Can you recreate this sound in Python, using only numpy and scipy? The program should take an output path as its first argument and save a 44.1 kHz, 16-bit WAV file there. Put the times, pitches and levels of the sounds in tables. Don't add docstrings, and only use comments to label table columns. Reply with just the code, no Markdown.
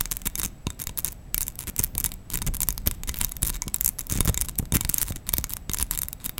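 import sys
import numpy as np
from scipy import signal
from scipy.fft import rfft, irfft, next_fast_len
from scipy.io import wavfile
from scipy.ndimage import uniform_filter1d

SR = 44100
rng = np.random.default_rng(int(sys.argv[2]) if len(sys.argv) > 2 else 0)


def waveform_to_disk(signal):
    frames = np.transpose(np.atleast_2d(signal))
    scaled = np.clip(frames, -1, 1) * 32767
    samples = np.round(scaled).astype(np.int16)
    wavfile.write(sys.argv[1], SR, samples)


N = 281799
TOP_HZ = 16450

# f/Hz, relative level/dB, t60/s
ARM_MODES = [(982, -30, 0.027), (2057, -41.5, 0.056), (2275, -39, 0.06), (2756, -37.5, 0.018),
             (3725, -28, 0.027), (6500, -30, 0.022), (7450, -19.5, 0.012), (8270, -24.5, 0.0092),
             (9360, -20, 0.0063)]
# f/Hz, relative level/dB
GRIT_SPECTRUM = [(300, -44), (750, -13), (1000, 1), (2300, -1.5), (4700, -5), (7000, 5), (11000, 2),
                 (15500, -3)]
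# start t/s, end t/s, snap level/dB, body re snap/dB, edge re snap/dB, grit level/dB
SCRATCHES = [(.114, 0.131, -23.5, -11, -1.5, -49.5), (.256, 0.271, -32.5, -2.5, 4, -35.5),
             (0.379, 0.405, -35, -6.5, 7, -40), (0.433, .462, -28.5, -10.5, -4.5, -40),
             (0.793, 0.827, -34.5, -9.5, 1.5, -43.5), (.983, 1.006, -35, -6, 5, -49),
             (1.051, 1.09, -32.5, -10.5, -3, -40.5), (1.122, 1.129, -41.5, -5.5, 10, -44),
             (1.408, 1.426, -30.5, -8, 0, -48), (1.602, 1.636, -39.5, -3, 3.5, -57),
             (1.672, 1.7, -39, -5, 3.5, -36), (1.782, 1.808, -28, -7.5, -1, -38.5),
             (1.833, 1.848, -30.5, -7.5, 6.5, -44), (2.002, 2.015, -24.5, -10, 0, -39),
             (2.049, 2.07, -32.5, -6, 1, -50), (2.314, 2.328, -43, 0, 1, -42),
             (2.336, 2.36, -26.5, -7, -1.5, -36.5), (2.419, 2.43, -23.5, -8, -5.5, -47),
             (2.466, 2.485, -27.5, -6, -1.5, -34), (2.539, 2.555, -36, -4.5, 2.5, -42),
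             (2.862, 2.882, -36.5, -3.5, 8, -35), (3.075, 3.096, -36, -1.5, 0, -41),
             (3.159, 3.19, -42.5, -1, 11, -47), (3.199, 3.254, -40.5, -3, 0, -46.5),
             (3.45, 3.508, -30.5, -8.5, 1, -44.5), (3.528, 3.569, -41, -3, -3.5, -49),
             (3.987, 4.014, -31.5, -8.5, 0.5, -46), (4.099, 4.19, -34, -6, -4, -40),
             (4.25, 4.269, -38, -8, 7, -48), (4.276, 4.3, -28, -3.5, 1, -32.5),
             (4.407, 4.426, -24.5, -13, -2.5, -57), (4.45, 4.46, -37, -7, 2, -49),
             (4.486, 4.496, -25.5, -7, -2, -45), (4.584, 4.599, -34, -13, 0.5, -38.5),
             (4.74, 4.765, -26, -11, 4.5, -28), (4.893, 4.899, -24.5, -9, 9.5, -32.5),
             (4.928, 5.01, -42, -5.5, -3, -55), (5.016, 5.033, -21.5, -8, 1, -46),
             (5.065, 5.107, -39, -7.5, 2, -47), (5.16, 5.167, -34, -6, -3, -37.5),
             (5.268, 5.292, -50.5, 5, 4, -52), (5.495, 5.541, -38.5, -5.5, 7.5, -47),
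             (5.799, 5.832, -33, -2, 2.5, -45), (5.918, 5.961, -35.5, -2.5, 2, -46),
             (6.202, 6.241, -57.5, 7.5, -1, -57), (6.244, 6.269, -36, -5.5, 5, -43)]
# t/s, relative level/dB, nominal f/Hz
PUSHES = [(.454, -22, 123), (.668, -15, 208), (.894, -23, 122.7), (1.8, -20.5, 114), (1.952, -21, 80.5),
          (2.464, -25, 85), (2.485, -20, 111.3), (2.87, -14, 128), (3.214, -23.5, 108.3),
          (3.429, -16.5, 109.8), (3.671, -19, 220.8), (4.123, -17, 136.5), (4.156, -16, 164.8),
          (4.184, -14.5, 165), (4.206, -12, 164), (4.254, -16, 104.5), (4.277, -13, 160), (4.294, -9, 125),
          (4.596, -13.5, 148.1), (4.626, -21, 129.8), (4.722, -15, 200.6), (4.735, -10.5, 117),
          (4.758, -14, 112), (4.848, -20, 94.94), (5.106, -15.5, 159.5), (5.386, -15.5, 168),
          (5.695, -19.5, 162.3)]


def amp(db):
    return 10 ** (np.asarray(db) / 20)


def unit(x):
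    return x / np.sqrt(np.mean(x ** 2) + 1e-20)


def along(points, hz):
    f, v = np.transpose(points)
    return np.interp(np.log(hz + 1), np.log(f), v)


def filtered(x, response):
    n = x.shape[-1]
    m = next_fast_len(n + n // 4)
    return irfft(rfft(x, m) * response(np.fft.rfftfreq(m, 1 / SR)), m)[..., :n]


def below(hz, edge_hz, order):
    return 1 / (1 + (hz / edge_hz) ** order)


def coloured(x, spectrum):
    return unit(filtered(x, lambda hz: amp(along(spectrum, hz))))


def noise(response, n=N):
    return unit(filtered(rng.standard_normal(n), response))


def add(track, s, sound):
    i = max(0, round(s * SR))
    part = track[i:i + len(sound)]
    part += sound[:len(part)]


def background(whine_hz=7820, half_width_hz=110):
    # f/Hz, relative level/dB
    hush_spectrum = [(40, 0), (130, -4), (280, -10), (400, -19), (700, -17), (1000, -25), (2200, -29),
                     (4000, -36), (7000, -38), (16000, -41)]
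    whine = noise(lambda hz: below(np.abs(hz - whine_hz), half_width_hz, order=3))
    return amp(-48) * coloured(rng.standard_normal(N), hush_spectrum) + amp(-67) * whine


def handling(hits, rumble_db=-2, surge_exponent=0.36):
    # t/s, relative level/dB
    movement = [(0.0, -39.5), (1.62, -38.5), (1.97, -33.5), (2.26, -39.5), (2.37, -29), (3.98, -39),
                (4.2, -31), (6.39, -43)]
    # f/Hz, relative level/dB
    rumble_spectrum = [(20, -8.5), (33, 5.5), (55, -5.5), (85, -10), (170, -13.5), (300, -27.5), (600, -41),
                       (3000, -100)]
    force = np.full(N, amp(-34))
    for s, level, _ in PUSHES:
        add(force, s - .025, amp(level) * np.hanning(SR // 12))
    for s, level, body, *_ in hits:
        add(force, s - .02, amp(level + body) * np.hanning(SR // 16))
    surge = (force / uniform_filter1d(force, size=16000)) ** surge_exponent
    swell = amp(np.interp(np.arange(N) / SR, *np.transpose(movement)) + rumble_db)
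    return swell * surge * coloured(rng.standard_normal(N), rumble_spectrum)


def contacts(ridges_per_s=150, jitter=.22, level_spread_db=4, colour_spread_db=3):
    # t/s, relative snap level/dB, body re snap/dB, edge re snap/dB
    taps = [(.0097, -20, -2.5, 4.5), (0.0565, -26, -5, -10), (.169, -30, -7.5, 7.5),
            (.218, -36.5, -4.5, -2), (0.2725, -20.5, -7, 0), (.3552, -23, -10.5, -3), (.397, -26, -7.5, 0),
            (.417, -26, -7, -10), (.669, -29, 4, -11.5), (0.7036, -29, -6, -12), (0.8395, -33, -12, 1),
            (0.8713, -25.5, -4.5, 0), (.894, -34.5, 0.5, -11), (.975, -28.5, -7.5, 1.5),
            (1.0467, -22, -10, 5.5), (1.3447, -21, -6, 5.5), (1.38, -24, -5.5, 6.5), (1.43, -23, -18, -5),
            (1.4683, -36, -9, 4), (1.4814, -25, -11, 2.5), (1.5557, -45, -8, 8), (1.5908, -29, -8, 1.5),
            (1.764, -32.5, -6, 6.5), (1.7935, -14.5, -16, -7.5), (1.952, -34.5, 0, 4),
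            (1.9806, -20, -11, 2.5), (2.0423, -19.5, -12, 1), (2.0606, -22, -11, 2.5),
            (2.1188, -32.5, -1, -3.5), (2.14, -41, -10, 6.5), (2.3022, -31, -7, -1), (2.374, -33, -2, 10.5),
            (2.3884, -37, -2, -2), (2.5683, -30.5, -9, 3), (2.605, -22, -11, -0.5), (2.619, -24.5, -7.5, 7),
            (2.6322, -17.5, -15, -5), (2.687, -20, -6.5, 7.5), (2.7057, -24, -14, -7.5),
            (2.7265, -40, -7, 11), (2.779, -31.5, 0, 5.5), (2.8739, -21.5, -2, 8.5),
            (2.9123, -25, -6.5, -3.5), (3.035, -30.5, -4, -0.5), (3.0933, -23, -3.5, -7),
            (3.1432, -35.5, 5.5, 6), (3.2135, -18, -6, -4), (3.2468, -20.5, -10, 3.5),
            (3.2934, -42, -5, 10.5), (3.32, -29.5, -8.5, 1.5), (3.3676, -34, -6, 5.5),
            (3.4218, -32.5, -7, 8), (3.431, -17, -9.5, -1), (3.6205, -19, -12.5, -15),
            (3.6805, -28.5, -3.5, -4.5), (3.7436, -15.5, -14.5, -4.5), (3.7616, -38, -4, 16),
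            (3.8102, -22.5, -9, 8), (3.8465, -18, -15, 1), (3.861, -16, -15.5, 2), (3.8787, -20, -16, 0.5),
            (3.8902, -21, -18.5, 3), (4.069, -39, -9, 9), (4.123, -21.5, -18, -1),
            (4.2066, -15.5, -6, -0.5), (4.3443, -23.5, -9, -3), (4.3756, -17.5, -9, -9.5),
            (4.413, -19.5, -18, -1), (4.556, -46, -1, 2), (4.5876, -22.5, -19, 6), (4.655, -43, -1.5, -4),
            (4.7229, -20, -9, -11), (4.7687, -19.5, -5, -1), (4.8099, -20.5, -6.5, -2),
            (4.8494, -26, 1.5, -4.5), (4.8968, -19.5, -11, 2), (4.9425, -16.5, -20, 3),
            (4.983, -19, -12, 3), (5.1225, -35, -1, -1), (5.2912, -19.5, -9.5, -3.5),
            (5.3379, -22, 0.5, 11), (5.3691, -34, -4, 8), (5.383, -22, -5, 6), (5.442, -22, -6.5, -4),
            (5.5683, -29.5, -6, -1), (5.696, -28, 0.5, -6.5), (5.7158, -33.5, -3, 2.5),
            (5.7353, -20, -16, -1.5), (5.7454, -22, -7.5, -2), (5.772, -36.5, 3, 6),
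            (5.7863, -24, -10.5, -5), (5.8267, -21, -13, 3.5), (5.911, -20.5, -9.5, 2.5),
            (5.976, -24, -10.5, 0), (5.9895, -22.5, -12.5, 1.5), (6.0186, -26, -9, 6),
            (6.0335, -25.5, -8, 4), (6.085, -33.5, -8, 9.5), (6.13, -32, -6, 6.5), (6.261, -27.5, -9, 4.5),
            (6.2942, -35.5, 4, 12), (6.3816, -30.5, 4.5, 6)]
    taps = np.array(taps, float)
    rows = [np.column_stack([taps, np.diff(taps[:, 0], prepend=0)])]
    for start, end, level, body, edge, _ in SCRATCHES:
        k = np.arange(max(1, int(np.ceil((end - start) * ridges_per_s))))
        late, hard, hollow, sharp = np.clip(rng.standard_normal((len(k), 4)), -2, 2).T
        s = start + (k + jitter * late * (k > 0)) / ridges_per_s
        rows.append(np.column_stack([s, level + level_spread_db * hard, body + colour_spread_db * hollow,
                                     edge + colour_spread_db * sharp, np.full(len(k), 1 / ridges_per_s)]))
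    return np.vstack(rows)


def impacts(clock, gap, edge):
    count, t = len(edge), np.maximum(clock, 0)
    tuning, strength, slide, bounce, delay = rng.standard_normal((count, 5)).T[:, :, None]
    nail_hz = np.clip(9300 * amp(0.43 * edge + 1.5 * tuning), 6500, 15000)
    nail = amp(-11 + strength - 60 * t / 0.0051) * np.cos(2 * np.pi * nail_hz * t)
    plastic = (amp(-18 - 60 * t / .005) + amp(-30 - 60 * t / .026)) * rng.standard_normal((count, len(t)))
    ring = amp(-.35 * edge) * arm_ring(t, count)
    rebound = .5 * bounce * (np.round(t * SR) == np.ceil(.00018 * SR * amp(5 * delay)))
    skid_db = -32 + 5 * slide - 10 * np.minimum(gap / 0.11, 1) + 60 * np.minimum(clock, 0) / 0.028
    skid = amp(skid_db) * rng.standard_normal((count, len(t)))
    struck = (clock == 0) + rebound + nail + plastic + ring
    polarity = np.sign(rng.standard_normal((count, 1)))
    return np.where(clock >= 0, struck, skid) * polarity


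def arm_ring(t, count, detune=0.014):
    hz, db, t60 = np.transpose(ARM_MODES)
    strength = amp(db) * rng.standard_normal((count, len(hz)))
    pitch = hz * (1 + detune * rng.standard_normal((count, len(hz))))
    return sum(strength[:, [k]] * amp(-60 * t / t60[k]) * np.sin(2 * np.pi * pitch[:, [k]] * t)
               for k in range(len(hz)))


def clicks(hits, body_hz=800, snap_hz=5300, edge_hz=10500, contact_s=.0026):
    s, level, body, edge, gap = hits.T
    lead = SR // 150
    clock = np.arange(-lead, SR // 20) / SR
    t = np.maximum(clock, 0)
    blow = impacts(clock, gap[:, None], edge[:, None])

    def band(low_hz, high_hz, db):
        part = filtered(blow, lambda hz: below(hz, high_hz, 16) * (1 - below(hz, low_hz, 16)))
        power = np.sum(part[:, clock < contact_s] ** 2, axis=1) / (contact_s * SR)
        return part * (amp(db) / np.sqrt(power))[:, None]

    sounds = band(body_hz, snap_hz, level + body - .5)
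    sounds += band(snap_hz, edge_hz, level - 1)
    sounds += band(edge_hz, TOP_HZ, level + edge - .86)
    u = t / 0.0024
    knock = 2 * amp(-2) * (1 - u) * np.exp(-u) * (1 - np.exp(-t / 0.00029))
    sway_hz = 45 * amp(3.1 * rng.standard_normal((len(s), 1)))
    sway = amp(-3) * np.sin(2 * np.pi * sway_hz * t) * (1 - t / t[-1])
    sounds += amp(level + body)[:, None] * (knock - sway)
    track = np.zeros(N + lead)
    for start, sound in zip(s, sounds):
        add(track, start, sound)
    return track[lead:]


def grit(hits, slips_per_s=600, spread_db=6, rasp_hz=2300, rub_hz=205):
    pressure = np.zeros(N)
    for start, end, *_, db in SCRATCHES:
        pressure[int(start * SR):int(end * SR)] = amp(db - 1)
    pressure = uniform_filter1d(pressure, size=200)
    for s, level in hits[:, :2]:
        add(pressure, s - .003, amp(level - 27) * np.hanning(SR // 55))
    slips = (rng.random(N) < slips_per_s / SR) * amp(spread_db * np.clip(rng.standard_normal(N), -2, 2))
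    slips = unit(slips * rng.choice([-1, 1], N)) + 0.22 * rng.standard_normal(N)
    t = np.arange(SR // 20) / SR
    ring = sum(amp(db - 60 * t / t60) * np.cos(2 * np.pi * hz * t) for hz, db, t60 in ARM_MODES)
    scratch = coloured(slips + 0.18 * signal.fftconvolve(slips, ring)[:N], GRIT_SPECTRUM)
    weight = np.sqrt(np.abs(pressure) / pressure.max())
    rasp = amp(-3) * noise(lambda hz: below(np.abs(hz - rasp_hz), 1070, order=2))
    rub = amp(6) * noise(lambda hz: below(hz, rub_hz, order=3) * (1 - below(hz, 68, order=2)))
    return pressure * (scratch + weight * (rasp + rub))


def grazes(hits, graze_db=-28, ticks_per_s=110, spread_db=5):
    power = np.zeros(N)
    for s, level in hits[:, :2]:
        add(power, s, amp(level) ** 2 * np.hanning(SR // 20))
    ticks = (rng.random(N) < ticks_per_s / SR) * amp(spread_db * np.clip(rng.standard_normal(N), -2, 1))
    return amp(graze_db) * np.sqrt(power) * coloured(ticks, GRIT_SPECTRUM)


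def room(x, wet_db=-20, delay_s=0.0041):
    # f/Hz, t60/s
    decay_times = [(200, 0.88), (4000, 0.43), (9000, 0.094), (16000, 0.61)]
    wet, step = np.zeros(N), SR // 4
    for i in range(0, N, step):
        hz, t, spectra = signal.stft(rng.standard_normal(SR // 2), SR, nperseg=256)
        decay = amp(-60 * t / along(decay_times, hz)[:, None])
        tail = signal.istft(spectra * decay, SR, nperseg=256)[1]
        add(wet, i / SR + delay_s, signal.fftconvolve(x[i:i + step], tail / np.linalg.norm(tail)))
    return amp(wet_db) * filtered(wet, lambda hz: below(hz, 12700, order=4))


def thumps(gain_db=2, skin_db=-16):
    track, t = np.zeros(N), np.arange(SR // 12) / SR
    attack = 1 - np.exp(-t / 0.0009)
    for s, db, hz in PUSHES:
        cycles = hz * (0.5 * t + 0.0021 * (1 - np.exp(-t / 0.0022)))
        skin = noise(lambda f: below(f, 659, order=3), len(t))
        push = np.sin(2 * np.pi * cycles) + amp(skin_db) * skin
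        t60 = 4.64 / hz
        add(track, s, amp(db + gain_db - 60 * t / t60) * push * attack)
    return track


def scene():
    hits = contacts()
    ornament = clicks(hits) + grit(hits) + grazes(hits) + thumps()
    return (ornament + room(ornament) + handling(hits) + background())[None]


def record(dry):
    return filtered(np.clip(dry, -1, 1), lambda hz: below(hz, TOP_HZ, order=120))


dry = scene()
out = record(dry)
waveform_to_disk(out)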